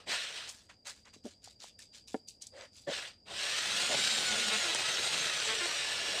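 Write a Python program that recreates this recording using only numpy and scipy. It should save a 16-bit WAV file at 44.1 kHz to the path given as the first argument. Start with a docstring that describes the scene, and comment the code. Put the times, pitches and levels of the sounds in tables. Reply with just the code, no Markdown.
"""Drill scrubbing a toilet pan

An electric drill with a wet sponge on its chuck scrubs porcelain in a small tiled bathroom.
The trigger is blipped, and a plastic scoop knocks about and throws detergent and water into the pan.
Then the drill runs on: gears rattle and whine, brushes hiss, the sponge rubs and squeaks on the glaze."""
import sys
import numpy as np
from scipy import signal
from scipy.fft import rfft, irfft
from scipy.io import wavfile
from scipy.ndimage import uniform_filter1d

SR = 44100
rng = np.random.default_rng(int(sys.argv[2]) if len(sys.argv) > 2 else 0)


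def materialize(psi):
    """Save the field psi as 16-bit PCM at rate SR to the path in sys.argv[1].

    A 1-D psi becomes a single channel; in a 2-D psi each row is a channel.
    """
    bounded = np.clip(np.atleast_2d(psi).T, -1, 1)
    quanta = np.round(bounded * 32767).astype(np.int16)
    wavfile.write(sys.argv[1], SR, quanta)


N = 273420
TIME = np.arange(N) / SR


def amp(db):
    """Decibels to gain."""
    return 10 ** (np.asarray(db) / 20)


def unit(x):
    """Scales to rms 1."""
    return x / np.sqrt(np.mean(x ** 2) + 1e-20)


def level_at(spectrum, hz):
    """Reads a spectrum's level in dB along a log-frequency axis."""
    points_hz, db = np.transpose(spectrum)
    return np.interp(np.log(hz + 1), np.log(points_hz + 1), db)


def add(mix, start, sound):
    """Mixes a sound in at a start time in seconds."""
    part = mix[round(start * SR):][:len(sound)]
    part += sound[:len(part)]


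def colour(x, spectrum):
    """Shapes x with an EQ curve that falls away steeply past its ends; rms 1."""
    hz = np.fft.rfftfreq(len(x), 1 / SR) + 1
    skirts = np.minimum(1, hz / spectrum[0][0]) ** 4 * np.minimum(1, spectrum[-1][0] / hz) ** 8
    return unit(irfft(rfft(x) * amp(level_at(spectrum, hz)) * skirts, len(x)))


def wander(rate_hz):
    """Smooth random motion of rms 1, changing up to about rate_hz times a second."""
    hz = np.fft.rfftfreq(N, 1 / SR)[:4096]
    spectrum = rng.standard_normal(len(hz)) + 1j * rng.standard_normal(len(hz))
    return unit(irfft(spectrum * np.exp(-(hz / rate_hz) ** 2), N))


def grains(per_s, spread_db):
    """A random rain of tiny impacts, a few much larger than the rest."""
    size = amp(spread_db * np.minimum(rng.exponential(1, N), 4))
    return unit(size * rng.choice([-1, 1], N) * (rng.random(N) < per_s / SR))


def patchy(x, depth_db):
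    """Lets the colour shift in brief patches, as the point of contact moves."""
    frames = signal.stft(x, nperseg=512, noverlap=384)[2]
    patches = uniform_filter1d(rng.standard_normal(frames.shape), size=5, axis=0)
    patches = unit(uniform_filter1d(patches, size=12, axis=1))
    return unit(signal.istft(frames * amp(depth_db * patches), nperseg=512, noverlap=384)[1][:N])


def envelope(start, rise, hold, sag_db_per_s, stop_db_per_s):
    """Rises from a soft start, sags while it is held, then dies quickly."""
    t = TIME - start
    fall_db = sag_db_per_s * np.clip(t - rise, 0, hold) + stop_db_per_s * np.clip(t - rise - hold, 0, 1)
    return np.clip(t / rise, 0, 1) ** 1.33 * amp(-fall_db)


# The room tone's colour. Each row: frequency in Hz, relative level in dB.
RUMBLE_SPECTRUM = [(20, -22), (55, -5), (95, 0), (145, -11), (220, -6), (320, -14), (580, -15), (800, -21),
                   (1150, -35), (3500, -37), (8000, -35), (10000, -48), (16000, -55)]
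# Narrow noise bands of a thin ring. Each row: centre in Hz, width in Hz, level in dB before the swell.
RING_BANDS = [(4740, 74, -67), (4930, 67, -75.5), (5100, 100, -77)]
# The ring's slow swell. Each row: time in seconds, gain in dB.
RING_FADER = [(0, -4), (1.1, -3.5), (2.0, 2), (3.2, 0.5)]


def background(rumble_db=-68.5):
    """Low room rumble and a thin, fuzzy high ring."""
    ring = np.zeros(N)
    for hz, width, db in RING_BANDS:
        phase = 2 * np.pi * hz * TIME
        ring += amp(db) * (wander(width) * np.cos(phase) + wander(width) * np.sin(phase))
    swell = amp(np.interp(TIME, *np.transpose(RING_FADER)))
    return ring * swell + amp(rumble_db) * colour(rng.standard_normal(N), RUMBLE_SPECTRUM)


def room(x, t60=0.16, echoes_per_s=3000):
    """Dense, quickly dying reflections from the tiles."""
    t = TIME[:SR // 2]
    echoes = rng.choice([-1, 1], len(t)) * (rng.random(len(t)) < echoes_per_s / SR)
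    tail = echoes * (t > .003) * amp(-60 * t / t60)
    return signal.fftconvolve(x, tail / np.linalg.norm(tail))[:N]


# Thumps and hums. Each row: start in seconds, length in seconds, level in dB, pitch in Hz, width in Hz.
THUMP_AND_HUM_CUES = [(0.058, 0.09, -55, 209, 18), (0.061, 0.052, -49.5, 510, 330),
                      (1.244, 0.025, -46, 236, 36), (1.247, 0.041, -53, 586, 31),
                      (2.513, .16, -54, 544, 51), (2.872, 0.041, -45.5, 191, 31),
                      (2.865, 0.07, -38, 577, 28), (2.867, 0.03, -49, 1780, 95),
                      (3.877, 0.091, -42, 633, 87), (3.548, 0.92, -57, 201, 68),
                      (4.271, 0.36, -51, 211, 25), (5.097, 0.19, -56.5, 144, 30),
                      (5.383, 0.31, -52, 442, 32)]


def thumps_and_hums():
    """Low thumps of the scoop and drill, and hums of the rubbed pan: noise held in one resonance."""
    out = np.zeros(N)
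    for start, length, db, hz, width in THUMP_AND_HUM_CUES:
        n = int(length * SR)
        pole = np.exp((2j * hz - width) * np.pi / SR)
        drone = signal.lfilter([1], [1, -pole], rng.standard_normal(SR)).real
        drone = colour(drone, [(hz / 2, 0), (hz * 2, 0)])[-n:]
        add(out, start, amp(db) * unit(drone) * signal.windows.tukey(n, .5))
    return out


# Bubbles and gulps. Each row: start in seconds, level in dB, starting pitch in Hz, t60 in seconds.
BUBBLE_CUES = [(1.475, -42, 754, 0.019), (1.642, -33, 784, 0.0077), (1.792, -49.5, 1770, 0.037),
               (3.877, -30, 1370, 0.018), (3.926, -35, 596, 0.051), (3.945, -19.5, 600, 0.019)]


def bubbles(glide=0.97, attack_s=0.00053):
    """Air trapped in the water rings at one slightly rising pitch."""
    out, t = np.zeros(N), TIME[:8192]
    attack = 1 - np.exp(-(t / attack_s) ** 2)
    for start, db, hz, t60 in BUBBLE_CUES:
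        tone = np.sin(2 * np.pi * hz * t * (1 + glide * t))
        add(out, start, amp(db - 60 * t / t60) * attack * tone)
    return out


# The hollow ring of a knock. Each row: frequency in Hz, relative level in dB, t60 in seconds.
HOLLOW_MODES = [(235, -12, .07), (285, -7, .06), (345, -8, .05), (441, -1, .05), (630, -8, .05),
                (748, -9, .045), (1384, -14, .026), (1782, -17, .03), (2853, -22, .022), (3262, -24, .018)]
# Knocks of the scoop and drill.
# Each row: start in seconds, strength in dB, pitch factor, contact time in seconds.
KNOCK_CUES = [(1.163, -46.5, 0.96, .002), (1.253, -38.5, 1.05, 0.0013), (1.262, -37.5, 0.93, 0.001),
              (2.144, -26, 0.99, 0.00014), (2.148, -32, 1.21, 0.00014), (2.875, -33.5, 0.83, 0.001),
              (2.889, -35, 1, 0.00051), (3.899, -38, 1.23, 0.00029), (4.7498, -31.5, 2.1, 0.00028)]


def knocks(low_cut_hz=205):
    """A blow rings the hollow modes; a longer contact is duller, and so small a body radiates no bass."""
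    out, t = np.zeros(N), TIME[:8192]
    for start, db, pitch, contact in KNOCK_CUES:
        ring = sum(amp(mode_db - 60 * t / t60) * np.sin(2 * np.pi * hz * pitch * t)
                   for hz, mode_db, t60 in HOLLOW_MODES)
        push = np.exp(-2 * np.pi * t / contact) * t
        add(out, start, -amp(db) * signal.fftconvolve(ring, push / push.sum())[:len(t)])
    return signal.sosfilt(signal.butter(4, low_cut_hz, "high", fs=SR, output="sos"), out)


# Sharp ticks. Each row: start in seconds, level in dB, centre in Hz, t60 in seconds.
TICK_CUES = [(0.104, -33, 3000, .015), (0.488, -38, 6200, 0.071), (1.053, -51, 4970, 0.023),
             (1.137, -59, 5950, 0.021), (1.441, -43, 6430, .03), (1.254, -51, 6900, 0.018),
             (1.603, -39, 4740, 0.01), (1.632, -43, 4500, 0.038), (1.791, -41, 7400, 0.012),
             (2.285, -35.5, 5700, 0.023), (2.419, -36, 6000, .04), (2.468, -36.5, 6240, 0.023),
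             (4.024, -26, 3500, 0.024), (4.046, -27.5, 4500, 0.071), (4.074, -25, 4000, .03),
             (4.325, -24, 3500, 0.014), (4.484, -25, 4000, .02), (4.7486, -15, 6500, 0.0021),
             (5.485, -31, 1920, 0.055)]


def ticks(half_width_octaves=0.58, top_hz=13000):
    """Drops and grit hit the glaze in short, bright bursts; the longer ones have a softer attack."""
    out, t = np.zeros(N), TIME[:4096]
    hz = np.fft.rfftfreq(len(t), 1 / SR) + 1
    for start, db, centre_hz, t60 in TICK_CUES:
        band = 1 / (1 + (np.log2(hz / centre_hz) / half_width_octaves) ** 4) / (1 + (hz / top_hz) ** 10)
        burst = unit(irfft(rfft(rng.standard_normal(len(t))) * band))
        attack = 1 - np.exp(-t / (.04 * t60))
        add(out, start, amp(db - 60 * t / t60) * attack * burst)
    return out


# Colours of the droplets, finest grains and bulk water. Each row: frequency in Hz, relative level in dB.
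SPRAY_SPECTRUM = [(1290, -60), (2200, -2), (3080, 1), (3900, 5), (4860, 3.5), (5150, 2), (7870, 0.5),
                  (13000, -36), (15500, -34)]
FIZZ_SPECTRUM = [(4500, -2), (7800, 3), (10000, -5), (15500, -20)]
SLOSH_SPECTRUM = [(250, -49), (450, -3), (700, -3), (1200, 0), (1800, 2.5), (2600, -1), (3400, -4),
                  (5000, -39)]
# Water and powder thrown by the sponge and the scoop.
# Each row: start, rise and hold in seconds, then spray, slosh and fizz levels in dB.
THROW_CUES = [(0.467, 0.02, 0.18, -51, -58.5, -55), (0.686, 0.013, 0.0064, -59, -54, -71),
              (0.846, 0.027, 0.035, -43.5, -48.5, -53), (0.95, 0.012, 0.049, -65, -73, -71),
              (1.043, 0.025, .015, -62, -58, -76), (1.125, 0.014, 0.0055, -56.5, -63, -67),
              (1.23, 0.029, 0.066, -55.5, -65, -64), (1.415, 0.036, 0.062, -56, -66.5, -63.5),
              (1.588, 0.04, 0.058, -52.5, -61.5, -60), (1.781, 0.019, 0.039, -53, -69, -63),
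              (1.919, 0.03, 0.036, -53, -65, -64), (2.067, 0.019, 0.08, -54, -69, -58.5),
              (2.269, 0.018, 0.017, -56, -85.5, -56.5), (2.405, 0.014, 0.048, -55.5, -73.5, -62),
              (2.514, 0.099, .04, -55.5, -53, -69), (2.715, 0.058, 0.062, -58, -73, -61.5)]


def splashes():
    """Each throw thins, then runs out; the low slosh settles sooner than the spray and its fizz."""
    spray = patchy(colour(grains(per_s=2200, spread_db=4.2), SPRAY_SPECTRUM), depth_db=2.6)
    fizz = patchy(colour(grains(per_s=1400, spread_db=4.8), FIZZ_SPECTRUM), depth_db=2.6)
    slosh = patchy(colour(grains(per_s=5000, spread_db=2.5), SLOSH_SPECTRUM), depth_db=1.5)
    out = np.zeros(N)
    for start, rise, hold, spray_db, slosh_db, fizz_db in THROW_CUES:
        droplets = amp(spray_db) * spray + amp(fizz_db) * fizz
        out += droplets * envelope(start, rise, hold, sag_db_per_s=123, stop_db_per_s=401)
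        out += amp(slosh_db) * slosh * envelope(start, rise, hold, sag_db_per_s=122, stop_db_per_s=600)
    return out


# The colour of a squeak. Each row: frequency in Hz, relative level in dB.
SQUEAK_SPECTRUM = [(200, -21), (400, 1), (700, -9), (900, -4), (1350, -2), (1900, -0.5), (3000, -2),
                   (4500, -7.5), (7000, -16)]
# Squeaks. Each row: start in seconds, length in seconds, level in dB, first and last slip rate in Hz.
SQUEAK_CUES = [(3.8, .07, -44, 352, 356), (4.505, .07, -35.5, 219, 216), (4.63, .1, -41, 358, 324),
               (5.475, .075, -36.5, 221, 219), (5.6, .075, -37.5, 352, 348), (5.68, .05, -44, 305, 312)]


def squeaks():
    """The sponge sticks and slips on the glaze: short buzzing stacks of harmonics."""
    out, drift = np.zeros(N), .005 * wander(150)
    for start, length, db, first_hz, last_hz in SQUEAK_CUES:
        n = int(length * SR)
        slip_hz = np.linspace(first_hz, last_hz, n) * (1 + drift[int(start * SR):][:n])
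        slips = np.cumsum(slip_hz) / SR
        buzz = sum(amp(level_at(SQUEAK_SPECTRUM, k * first_hz)) * np.cos(2 * np.pi * (k * slips + offset))
                   for k, offset in enumerate(.5 * rng.random(size=24), 1))
        add(out, start, amp(db) * unit(buzz) * signal.windows.tukey(n, .5))
    return out


# The colour of the rub. Each row: frequency in Hz, relative level in dB.
RUB_SPECTRUM = [(47, -32), (80, -9), (205, -9), (264, -11.5), (337, -7), (370, -7), (425, -0.5), (472, -3),
                (590, -4.5), (648, -2), (1000, -9), (1300, -8), (2200, -120)]


def sponge_rub():
    """The wet sponge drags over the glaze with a low, grainy noise."""
    return colour(grains(per_s=2500, spread_db=1.8), RUB_SPECTRUM)


# Resonances of the drill's housing. Each row: centre in Hz, width in Hz, lift in dB.
HOUSING_RESONANCES = [(1475, 130, 9), (1310, 60, 4), (1170, 120, -4), (1735, 100, 7), (1920, 100, 3),
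                      (2580, 110, 7), (2810, 100, 6), (3870, 170, 7), (4120, 130, 3), (7420, 300, 2),
                      (8300, 300, 5), (11000, 1600, -3)]


def housing_db(hz):
    """The lift that the housing gives a tone at this frequency."""
    return sum(db / (1 + (2 * (hz - centre) / width) ** 2) for centre, width, db in HOUSING_RESONANCES)


def through_housing(noise):
    """Broad noise rings the housing less than a tone does: half the lift in dB."""
    lift = amp(.5 * housing_db(np.fft.rfftfreq(N, 1 / SR)))
    return irfft(rfft(noise) * lift, N)


# The EQ on the brushes. Each row: frequency in Hz, relative level in dB.
BRUSH_SPECTRUM = [(2470, -13), (4200, -2.5), (6430, -7.5), (8360, -7.5), (10200, -21), (11900, -26.5),
                  (14800, -32.5), (15500, -32)]


def brush_hiss(turns, depth=0.033):
    """The brushes spark in a fine hiss that pulses slightly once a turn."""
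    pulse = 1 + depth * np.cos(2 * np.pi * turns)
    return colour(through_housing(grains(per_s=14000, spread_db=2.2) * pulse), BRUSH_SPECTRUM)


# The EQ on the gears. Each row: frequency in Hz, relative level in dB.
GEAR_SPECTRUM = [(530, -4), (900, -8), (1100, -6), (1440, -3), (1590, -3), (1710, -1), (2000, -0.5),
                 (2860, 1.5), (3220, 3.5), (3860, -0.5), (4800, -5), (6240, -11.5), (10600, -120)]


def gear_rattle(turns, pinion_teeth=5, depth=0.22):
    """Gear teeth rattle the housing, harder each time a pinion tooth meshes."""
    mesh = 1 + depth * np.cos(2 * np.pi * pinion_teeth * turns)
    return colour(through_housing(grains(per_s=9000, spread_db=2.2) * mesh), GEAR_SPECTRUM)


# Pinion and commutator tones, their beat, and a faint high whistle near 8.3 kHz at cruising speed.
# Each row: multiple of the rotor speed, level in dB against the rattle before housing and speed lifts.
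WHINE_ORDERS = [(5, -23), (10, -16.5), (15, -13), (19, -19), (20, -14.5), (24, -13), (25, -12.5), (29, -16),
                (48, -9.5), (60, -19), (72, -24)]


def whine(speed, turns, octaves, db_per_octave=8):
    """The drill's tones swell with speed and as they sweep through the housing's resonances."""
    out = np.zeros(N)
    for order, db in WHINE_ORDERS:
        jitter, flicker_db = .06 * wander(70), 2.2 * wander(25)
        tone = np.sin(2 * np.pi * (order * turns + jitter))
        out += amp(db + housing_db(order * speed) + flicker_db) * tone
    return out * amp(db_per_octave * octaves)


# The sponge is pressed against the pan. Each row: middle and length in seconds, added rub in dB.
PRESS_CUES = [(3.949, 0.15, -45.5), (4.206, 0.18, -52.5), (4.344, 0.21, -48), (4.562, 0.27, -59),
              (4.75, 0.34, -51), (5.05, 0.44, -52.5), (5.567, 1, -68), (6.136, 0.78, -54)]
# Trigger blips, led by a faint, brief rattle that is already dying away at the very start. 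Each row: start,
# rise and hold in seconds, then rattle and rub levels in dB.
BLIP_CUES = [(0.0, 0.0017, 0.0064, -57, -58), (0.059, 0.06, 0.21, -34, -59),
             (0.325, 0.04, 0.12, -42.5, -58.5), (2.861, 0.069, 0.15, -38.5, -54)]


def drill_faders(octaves, run_start_s=3.252, motor_rise_s=0.17, rub_rise_s=.05):
    """Gains of gears, brushes and sponge: in the long run, noise grows with speed, rub with pressure."""
    running = np.clip((TIME - run_start_s) / motor_rise_s, 0, 1)
    gear_gain = running * amp(-36.5 + 4.5 * octaves)
    brush_gain = running * amp(-37.5 + 12.5 * octaves)
    rub_gain = np.clip((TIME - run_start_s) / rub_rise_s, 0, 1) * amp(-52.5)  # resting lightly
    for middle, length, db in PRESS_CUES:
        add(rub_gain, middle - length / 2, amp(db) * np.hanning(int(length * SR)))
    for start, rise, hold, rattle_db, rub_db in BLIP_CUES:
        blip = envelope(start, rise, hold, sag_db_per_s=61, stop_db_per_s=333)  # coasts, then stops
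        gear_gain += amp(rattle_db) * blip
        brush_gain += amp(rattle_db - 5) * blip
        rub_gain += amp(rub_db) * blip
    return gear_gain, brush_gain, rub_gain


# The rotor's speed through the long run. Each row: time in seconds, turns per second.
ROTOR_SPEED = [(3.3, 93), (3.4, 110), (3.6, 126), (3.7, 131), (3.8, 141), (3.87, 142), (4.07, 156),
               (4.15, 153.6), (4.33, 144.6), (4.58, 144), (4.76, 126.6), (4.95, 131.7), (5.08, 140.3),
               (5.2, 133.2), (5.45, 121.3), (5.54, 125), (5.63, 116.4), (5.75, 121.6), (5.85, 115),
               (6.2, 116.6)]


def drill(cruise_turns_per_s=138.7, flutter=.0013, jolt_db=1.0):
    """One rotor drives it all; the sponge's uneven drag flutters the speed and jolts the noise."""
    speed = np.interp(TIME, *np.transpose(ROTOR_SPEED)) * (1 + flutter * wander(60))
    turns = np.cumsum(speed) / SR
    octaves = np.log2(speed / cruise_turns_per_s)  # above cruising speed
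    gear_gain, brush_gain, rub_gain = drill_faders(octaves)
    layers = [(gear_rattle(turns), gear_gain), (brush_hiss(turns), brush_gain), (sponge_rub(), rub_gain)]
    noise = sum(patchy(layer, depth_db=2.0) * gain for layer, gain in layers)
    jolts = unit(amp(jolt_db * wander(90)))
    whine_gain = gear_gain * (TIME > ROTOR_SPEED[0][0])  # only the long run whines
    return jolts * noise + whine(speed, turns, octaves) * whine_gain


def scene():
    """Everything up close in mono, with the bright sounds sent harder to the tiled room."""
    bright = drill() + squeaks() + splashes() + ticks()
    dull = knocks() + bubbles() + thumps_and_hums()
    reflections = room(amp(-12) * bright + amp(-20.5) * dull)
    return (bright + dull + reflections + background())[None]


def record(dry):
    """A steep low-pass at 15.6 kHz trims the very top."""
    low_pass = signal.firwin(511, 15600, window=("kaiser", 9), fs=SR)
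    return signal.oaconvolve(dry, low_pass[None], "same")


dry = scene()
out = record(dry)
materialize(out)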